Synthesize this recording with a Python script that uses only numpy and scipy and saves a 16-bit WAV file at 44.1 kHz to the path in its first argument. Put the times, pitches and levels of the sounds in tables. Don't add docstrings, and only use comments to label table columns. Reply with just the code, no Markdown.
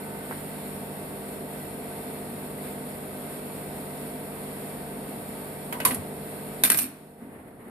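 import sys
import numpy as np
from scipy import signal
from scipy.fft import rfft, irfft, next_fast_len
from scipy.io import wavfile
from scipy.ndimage import uniform_filter1d

SR = 44100
rng = np.random.default_rng(int(sys.argv[2]) if len(sys.argv) > 2 else 0)


def dump_mix(stems):
    frames = np.atleast_2d(stems).T
    limited = np.clip(frames, -1, 1)
    pcm = np.round(limited * 32767).astype(np.int16)
    wavfile.write(sys.argv[1], SR, pcm)


N = 339553
TIME_S = np.arange(N) / SR

# (multiple of mains [1], level [dB], left-right [dB])
HUM_TONES = [(1, -60, 0), (2, -59, -1), (3, -46.7, 1), (4, -46, -1), (5, -53, -1), (6, -52.5, 0),
             (7, -60, 0), (8, -54, 0), (9, -48, -1), (10, -55.5, -8), (11, -62, 0), (12, -61, 0),
             (13, -56, 4), (14, -52, 1), (15, -60, 2), (16, -58, -1), (18, -61, -8), (19, -65, -10),
             (20, -68, 3), (23, -67, 12), (25, -69, 5), (26, -66, 0), (31, -67, 1), (37, -69, 0),
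             (39, -69, 0)]
# (frequency [Hz], level [dB], left-right [dB])
FAN_TONES = [(181, -60, 0), (234.8, -56, 0), (290.7, -55, -4), (325, -61, 2), (374.8, -57, -2),
             (425.3, -59, -2), (514.8, -56, 1), (524.9, -61, -4), (609.8, -53, -2), (625.1, -62, 3),
             (674.9, -62, 0)]
# (frequency [Hz], level per Hz [dB])
AIR_SPECTRUM = [(22, -100), (48, -74.5), (100, -72.5), (170, -71.5), (270, -71.5), (320, -78.5), (450, -76),
                (600, -74.5), (850, -81), (2100, -83.5), (3100, -90), (4400, -90), (9000, -89.5),
                (14500, -96)]
# (centre [Hz], width [Hz], height [dB])
AIR_RESONANCES = [(245.8, 42, 9), (391, 74, 10), (483, 13, 8.5), (726, 91, 5), (897, 21, 6),
                  (1974, 62, 3.5), (6200, 466, -25), (8500, 28, 9), (9550, 140, 1.5), (11220, 60, 3.5),
                  (11400, 55, 4), (11800, 72, 4), (12050, 65, 4)]
# (multiple of mains [1], level [dB], left-right [dB])
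ARC_TONES = [(18, -53, -10), (24, -65, 0), (26, -63, 0), (30, -56, 1), (36, -61, 2), (42, -67, -10)]
# (frequency [Hz], level [dB], left-right [dB])
WHISTLE_TONES = [(915, -58, -4), (1587, -66, 0)]

# (time [s], level [dB], treble [dB], crack [dB], ring [dB], hollow ring [dB], favoured band [Hz], boost [dB])
ARC_CLICKS = [(.3105, -29.5, -5, 4, -15, -20, 700, 3), (.324, -36, -5, 0, -15, -15, 2060, 7)]
# (time [s], level [dB], treble [dB], crack [dB], ring [dB], hollow ring [dB], favoured band [Hz], boost [dB])
PIPE_CONTACTS = [(5.7255, -24.5, -10, -4, -10, -4, 955, 13), (5.8015, -26.5, -9.5, 2, -14, 3, 1587, 0),
                 (5.815, -33, -18, 2, -14, 2, 2920, 10), (5.8505, -16.5, 0.5, -0.5, 2.5, -5, 1040, 5.5),
                 (5.868, -26.5, -5, -2, -2, -19, 8150, 6), (5.908, -23.5, -8, -8, -4, -0.5, 1930, 4),
                 (5.945, -41, 7, 1, -16, -15, 9600, 7.5)]
# (time [s], level [dB], treble [dB], crack [dB], ring [dB], hollow ring [dB], favoured band [Hz], boost [dB])
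BENCH_CONTACTS = [(6.6363, -8.5, 0, 7.5, 0, -11, 3700, 6.5), (6.643, -17, 6, 5, -5, -15, 10500, 2.5),
                  (6.650, -15, -2, 4, -3, -12, 11700, 7), (6.6565, -18, 0, 6, -9, -10, 9300, -1),
                  (6.7006, -8.5, -1, 12.5, 1, 0.5, 9200, 4), (6.7172, -9.5, 2, 3, 2, -9, 2400, 2),
                  (6.745, -14.5, -7, 8, -15, -8, 680, 9)]
# (time [s], level [dB], treble [dB], crack [dB], ring [dB], hollow ring [dB], favoured band [Hz], boost [dB])
ROD_CONTACTS = [(6.7728, -17, 6.5, 1, 2, -15, 10500, 3), (6.787, -15, 1, 7, -1, -10, 2650, 2),
                (6.793, -19.5, 2, 2, 0, -17, 9000, 4), (6.818, -24, 5, 2, 9, -20, 12300, 0),
                (6.841, -24, -5, -3, 6, -15, 11200, -2)]

# (frequency [Hz], level [dB], free t60 [s], left-right [dB])
PIPE_MODES = [(707, -20, .12, -4), (784, -19, .13, 1), (990, -14, .15, -4), (1053, -16, .15, 0),
              (1140, -17, .25, 7), (1253, -21, .15, 4), (1795, -19, .13, 0), (2090, -20, .15, 3),
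              (2190, -22, .15, 0), (2422, -21, .15, -3), (2909, -24, .16, 3), (3775, -27, .17, 6),
              (3892, -28, .15, -8), (4367, -22.5, .17, -3), (4702, -25, .16, -3), (8113, -14.5, .42, 8),
              (9491, -22, .27, 0), (10830, -21.5, .48, -3)]
# (frequency [Hz], level [dB], free t60 [s], left-right [dB])
BENCH_MODES = [(666, -22, .3, 2), (1255, -22, .18, 0), (1560, -21, .24, 0), (1631, -19, .2, 0),
               (1940, -25, .24, -7), (2055, -23, .22, 0), (2365, -20, .25, -4), (2420, -23, .25, 0),
               (2640, -24, .25, 0), (3574, -24, .2, 6), (4077, -25, .2, -8), (4297, -24, .22, 4),
               (4605, -22, .23, 0), (8455, -20, .34, 3), (9243, -20, .18, 2), (9305, -20, .18, 0),
               (9942, -23, .22, 0), (10756, -22, .2, 0), (11797, -20, .34, 0), (12586, -24, .24, -3),
               (12829, -21.5, .3, -3), (14063, -14.5, .22, 0)]
# (frequency [Hz], level [dB], t60 [s], left-right [dB])
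ROD_MODES = [(2365, -21, .14, -4), (2640, -20, .14, 0), (4297, -24, .14, 4), (8468, -17, .16, 3),
             (8845, -19, .14, 0), (9560, -22, .16, 0), (10264, -18, .24, 0), (11190, -18.5, .17, 0),
             (12284, -13.5, .14, 0), (13500, -20, .14, 0)]
# (frequency [Hz], level [dB], free t60 [s], left-right [dB])
LEVEL_MODES = [(1528, -11.5, .11, 0), (1615, -13, .11, 1), (1960, -8, 0.072, -2), (2550, -12, .1, 0),
               (2900, -13, 0.099, 2)]
# (frequency [Hz], t60 [s])
THUD_MODES = [(82, 0.32), (96, 0.23), (157, 0.3), (222, 0.25), (253, 0.34), (280, 0.46), (322, 0.33)]

# (frequency [Hz], gain [dB])
CLICK_COLOUR = [(100, -2), (600, 9), (1000, 13.5), (2000, 8), (2800, -13), (14000, -25)]
# (frequency [Hz], gain [dB])
PIPE_COLOUR = [(40, -12), (120, -4), (400, 4), (1050, 5.5), (1450, 3), (2150, 6), (3200, 0), (4000, 0.5),
               (5000, 3), (7000, 1), (14000, 1)]
# (frequency [Hz], gain [dB])
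BENCH_COLOUR = [(120, -1), (270, 4), (500, -5.5), (950, -3.5), (1500, 1), (2400, 3), (3050, -2.5),
                (3700, -2), (4500, -1), (5500, 2.5), (7400, 0), (9000, 2), (12500, -3), (14000, 0.5)]
# (time [s], level [dB], thud pitch [Hz])
BUMPS = [(5.851, -37, 215), (5.862, -39, 120), (5.914, -33.5, 249), (5.913, -40, 126), (5.962, -38, 215.4),
         (5.98, -37.5, 100), (6.637, -27, 202), (6.697, -23, 272), (6.742, -30.5, 140), (6.795, -30, 243),
         (6.834, -25, 263.5), (7.215, -31, 220), (7.258, -35, 261), (7.35, -36, 236), (7.58, -40, 129),
         (7.66, -36, 208)]
# (start [s], length before release [s], level [dB])
STROKES = [(7.17, 0.19, -36.5), (7.323, 0.1, -48.5), (7.574, .14, -38.5)]
# (frequency [Hz], gain [dB])
RUB_COLOUR = [(30, 2), (85, 12), (150, 8), (250, 16), (500, 8.5), (1200, 0), (2000, -1), (3000, -14),
              (6000, -32), (10000, -15), (14000, -25)]
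# (frequency [Hz], correlation [1])
LIKENESS = [(40, 0.59), (160, 1), (350, 0.95), (600, 0.7), (950, 0.53), (1400, 0.011), (14000, 0.044)]
# (frequency [Hz], left gain [dB], right gain [dB])
OVERALL_COLOUR = [(40.2, -3, -4), (218, 0, 0), (2050, -0.5, 0), (4620, 1.5, -1.5), (4920, -16, -1),
                  (5390, -0.5, -9), (6500, -9, -9.5), (7370, 2.5, -3), (7840, -1.5, -8.5), (9490, 11, 4.5),
                  (10600, -2, 9.5), (11700, 7, 12), (13360, 1.5, 9), (15000, -10, -6.5)]

MAINS_HZ = 50
ARC_OFF_S, ARC_T60_S = 0.32, 0.27
WHISTLE_FADE_AT_S, WHISTLE_FADE_S, WHISTLE_FADE_DB = 1.1, 0.23, -4.5
HISS_FADE_AT_S, HISS_FADE_S, HISS_FADE_DB = 6.89, 0.3, -7.5
PIPE_HELD_S = 5.943
BENCH_STILL_S = 6.79
KNOCK_LOWEST_HZ, CONTACT_OCTAVES = 80, 0.12
STROKE_ATTACK_S, STROKE_RELEASE_S = 0.032, 0.22
LIMIT_DB, LIMIT_WINDOW_S, LIMIT_ATTACK_S = -12.5, 0.0082, 0.002
CEILING, CUTOFF_HZ = 0.79, 14600


def from_db(db):
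    return 10 ** (np.asarray(db) / 20)


def at_hz(points, hz):
    known_hz, value = np.transpose(points)
    return np.interp(np.log(hz + 1e-9), np.log(known_hz), value)


def bins_hz(size):
    return np.arange(size // 2 + 1) * SR / size


def pan(db):
    return from_db(np.array([[db], [-db]]) / 2)


def drift(rate_hz):
    knots = rng.standard_normal(int(rate_hz * N / SR) + 2)
    return np.interp(TIME_S * rate_hz, np.arange(len(knots)), knots)


def ramp(start_s, length_s):
    return np.clip((TIME_S - start_s) / length_s, 0, 1)


def ripple(hz, spacing_hz, heights):
    sides = [np.interp(hz / spacing_hz, np.arange(len(side)), side) for side in heights]
    return np.array(sides) * hz / (hz + 900)


def room_noise(gain_db, size):
    hz = bins_hz(size)
    mid, side = rfft(rng.standard_normal((2, size)))
    alike = np.clip(at_hz(LIKENESS, hz), -.99, .99)
    both = np.sqrt((1 + alike) / 2) * mid + np.sqrt((1 - alike) / 2) * side * [[1], [-1]]
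    return irfft(both * from_db(gain_db(hz)), size)


def stereo_sine(hz, t):
    apart_rad = np.arccos(np.clip(at_hz(LIKENESS, hz), -1, 1))
    phase = 2 * np.pi * (hz * t + rng.random())
    return np.sin(phase + apart_rad * np.array([[-.5], [.5]]))


def tones(rows, base_hz, waver_db, waver_hz, jitter_s):
    out = np.zeros((2, N))
    for multiple, db, pan_db in rows:
        level = np.sqrt(2) * from_db(db + waver_db * drift(waver_hz))
        jittered_s = TIME_S + jitter_s * drift(waver_hz)
        out += level * pan(pan_db) * stereo_sine(multiple * base_hz, jittered_s)
    return out


def mains_tones(rows):
    return tones(rows, MAINS_HZ, waver_db=1.0, waver_hz=2.936, jitter_s=.00004)


def fan():
    return tones(FAN_TONES, 1, waver_db=0.8, waver_hz=4, jitter_s=0.000087)


def air_db(hz, ripple_db=4.0, spacing_hz=40):
    peaks_db = sum(db / (1 + (2 * (hz - centre_hz) / width_hz) ** 2)
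                   for centre_hz, width_hz, db in AIR_RESONANCES)
    reflections_db = ripple_db * ripple(hz, spacing_hz, rng.standard_normal((2, 2000)))
    density_to_gain_db = 10 * np.log10(SR / 2)
    return at_hz(AIR_SPECTRUM, hz) + peaks_db + reflections_db + density_to_gain_db


def buzz(level_db=-67, spread_db=4.0, slope_db=-8.0):
    size = round(2 * SR / MAINS_HZ)
    hz = bins_hz(size)
    db = level_db + slope_db * np.log2(1 + hz / 1000) + spread_db * rng.standard_normal((2, len(hz)))
    in_band = (hz > 800) * (hz < 2800)
    lines = from_db(db) * np.exp(2j * np.pi * rng.random(db.shape)) * in_band
    turn = irfft(lines, size) * size / np.sqrt(2)
    return turn[:, np.arange(N) % size]


def machine(split_hz=1100, flutter_db=1.0, hum_db=0.23, rumble_db=0.8, hiss_db=1.0):
    air = room_noise(air_db, size=next_fast_len(N))[:, :N]
    rumble = signal.sosfiltfilt(signal.butter(2, split_hz, fs=SR, output="sos"), air)
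    hiss = (air - rumble) * from_db(flutter_db * drift(9)) + buzz()
    fade_db = HISS_FADE_DB * ramp(HISS_FADE_AT_S, HISS_FADE_S)
    hum = from_db(hum_db) * mains_tones(HUM_TONES)
    return hum + fan() + from_db(rumble_db) * rumble + from_db(hiss_db + fade_db) * hiss


def whistle():
    fade_db = WHISTLE_FADE_DB * ramp(WHISTLE_FADE_AT_S, WHISTLE_FADE_S)
    return tones(WHISTLE_TONES, 1, waver_db=2.5, waver_hz=4, jitter_s=0.000087) * from_db(fade_db)


def arc(arc_db=1.0):
    off_s = np.clip(TIME_S - ARC_OFF_S, 0, 1)
    return mains_tones(ARC_TONES) * from_db(arc_db - 60 * off_s / ARC_T60_S)


def struck(modes, contact_db, t, vary_db=1.0):
    out = np.zeros((2, len(t)))
    for hz, db, t60_s, pan_db in modes:
        strength_db = db + contact_db(hz) + rng.normal(0, vary_db)
        out += from_db(strength_db - 60 * t / t60_s) * pan(pan_db) * stereo_sine(hz, t)
    return out


def add(out, start_s, sound):
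    start = round(start_s * SR)
    out[:, start:start + sound.shape[1]] += sound[:, :N - start]


def knocks(rows, modes, colour, crack_s, tail_t60_s, bass_lasts, rattle_db,
           held_s=N / SR, dense_db=4.0, treble_hz=4000, size=24000):
    out, t = np.zeros((2, N)), np.arange(size) / SR
    attack = 1 - np.exp(-t / 0.000093)
    hz_axis = bins_hz(size)
    body_db = at_hz(colour, hz_axis) + dense_db * ripple(hz_axis, 70, rng.standard_normal((2, 1000)))
    bass_filter = signal.butter(1, 600, fs=SR, output="sos")
    for s, db, treble_db, crack_db, ring_db, hollow_db, spot_hz, spot_db in rows:
        def contact_db(hz):
            shelf_db = treble_db * hz ** 4 / (hz ** 4 + treble_hz ** 4)
            octaves = np.log2((hz + 1) / spot_hz)
            return shelf_db + spot_db / (1 + (octaves / CONTACT_OCTAVES) ** 2)

        noise = room_noise(lambda hz: body_db + contact_db(hz), size=size)
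        bass = signal.sosfilt(bass_filter, noise)
        crack = noise * from_db(crack_db) * np.exp(-(t / crack_s) ** 2)
        uneven_db = rattle_db * drift(403)[:size]
        tail = (noise - bass) * from_db(uneven_db - 60 * t / tail_t60_s)
        tail += bass * from_db(-60 * t / (tail_t60_s * bass_lasts))
        ring = from_db(ring_db) * struck(modes, contact_db, t)
        ring += from_db(hollow_db) * struck(LEVEL_MODES, contact_db, t)
        damping = np.exp(-np.maximum(s + t - held_s, 0) / 0.0068)
        add(out, s, from_db(db) * attack * (.5 * (crack + tail) + ring * damping))
    highpass = signal.butter(2, KNOCK_LOWEST_HZ, "high", fs=SR, output="sos")
    return signal.sosfilt(highpass, out + 1e-18)


def arc_click():
    return knocks(ARC_CLICKS, PIPE_MODES, CLICK_COLOUR, crack_s=0.0028, tail_t60_s=0.12,
                  bass_lasts=0.65, rattle_db=-1.0)


def pipe_knocks():
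    return knocks(PIPE_CONTACTS, PIPE_MODES, PIPE_COLOUR, crack_s=0.0071, tail_t60_s=0.18,
                  bass_lasts=2.8, rattle_db=0.5, held_s=PIPE_HELD_S, treble_hz=3700)


def bumps(width_octaves=0.47, rise_s=0.0067, thud_s=0.0084, ring_db=-3.0,
          rough_db=3.5, rough_hz=90, size=24000):
    out, t = np.zeros((2, N)), np.arange(size) / SR
    for s, db, pitch_hz in BUMPS:
        shares = np.array([1 / (1 + (np.log2(hz / pitch_hz) / width_octaves) ** 4)
                           for hz, t60_s in THUD_MODES])
        shares = shares / np.sqrt(np.sum(shares ** 2))
        ring = sum(share * from_db(-60 * t / t60_s) * stereo_sine(hz, t)
                   for share, (hz, t60_s) in zip(shares, THUD_MODES))
        roughness = from_db(ring_db + rough_db * drift(rough_hz)[:size])
        ring = ring * roughness * (1 - np.exp(-t / rise_s))
        thud = stereo_sine(pitch_hz, t) * t / thud_s * np.exp(1 - t / thud_s)
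        add(out, s, np.sqrt(2) * from_db(db) * (thud + ring))
    return out


def bench_clatter():
    return knocks(BENCH_CONTACTS, BENCH_MODES, BENCH_COLOUR, crack_s=0.0036, tail_t60_s=0.21,
                  bass_lasts=3.5, rattle_db=3.0, held_s=BENCH_STILL_S, dense_db=3.0, treble_hz=6500)


def rod_rattle():
    return knocks(ROD_CONTACTS, ROD_MODES, BENCH_COLOUR, crack_s=0.0032, tail_t60_s=0.21,
                  bass_lasts=3.4, rattle_db=4.0, dense_db=4.5, treble_hz=6500)


def stroke(start_s, length_s):
    attack = 1 - np.exp(-np.maximum(TIME_S - start_s, 0) / STROKE_ATTACK_S)
    return attack * np.exp(-np.maximum(TIME_S - start_s - length_s, 0) / STROKE_RELEASE_S)


def glove(grain_db=2.0, grain_hz=60, ripple_db=2.0):
    heights = rng.standard_normal((2, 1000))

    def rub_db(hz):
        return at_hz(RUB_COLOUR, hz) + ripple_db * ripple(hz, 77.8, heights)

    noise = room_noise(rub_db, size=next_fast_len(N))[:, :N]
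    pressure = sum(from_db(db) * stroke(s, length_s) for s, length_s, db in STROKES)
    return noise / noise.std() * pressure * from_db(grain_db * drift(grain_hz))


def scene():
    workshop = machine() + whistle() + arc() + arc_click()
    return workshop + pipe_knocks() + bumps() + bench_clatter() + rod_rattle() + glove()


def colour_sides(dry):
    size = 2 * next_fast_len(N // 2 + 4096)
    table = np.array(OVERALL_COLOUR)
    gain_db = [at_hz(table[:, [0, side]], bins_hz(size)) for side in (1, 2)]
    cepstrum = irfft(np.log(from_db(gain_db)), size)
    cepstrum[:, 1:size // 2] *= 2
    cepstrum[:, size // 2 + 1:] = 0
    return irfft(rfft(dry, size) * np.exp(rfft(cepstrum)), size)[:, :N]


def gain_control(x):
    power = uniform_filter1d(np.mean(x ** 2, axis=0), max(1, round(LIMIT_WINDOW_S * SR)))
    over_db = np.maximum(10 * np.log10(np.maximum(power, 1e-12)) - LIMIT_DB, 0)
    held_db = np.maximum.accumulate(over_db)
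    keep = np.exp(-1 / (LIMIT_ATTACK_S * SR))
    return x * from_db(-signal.lfilter([1 - keep], [1, -keep], held_db))


def record(dry):
    controlled = gain_control(colour_sides(dry))
    rounded = CEILING * np.tanh(controlled / CEILING)
    return signal.sosfilt(signal.ellip(12, .1, 80, CUTOFF_HZ, fs=SR, output="sos"), rounded)


dry = scene()
out = record(dry)
dump_mix(out)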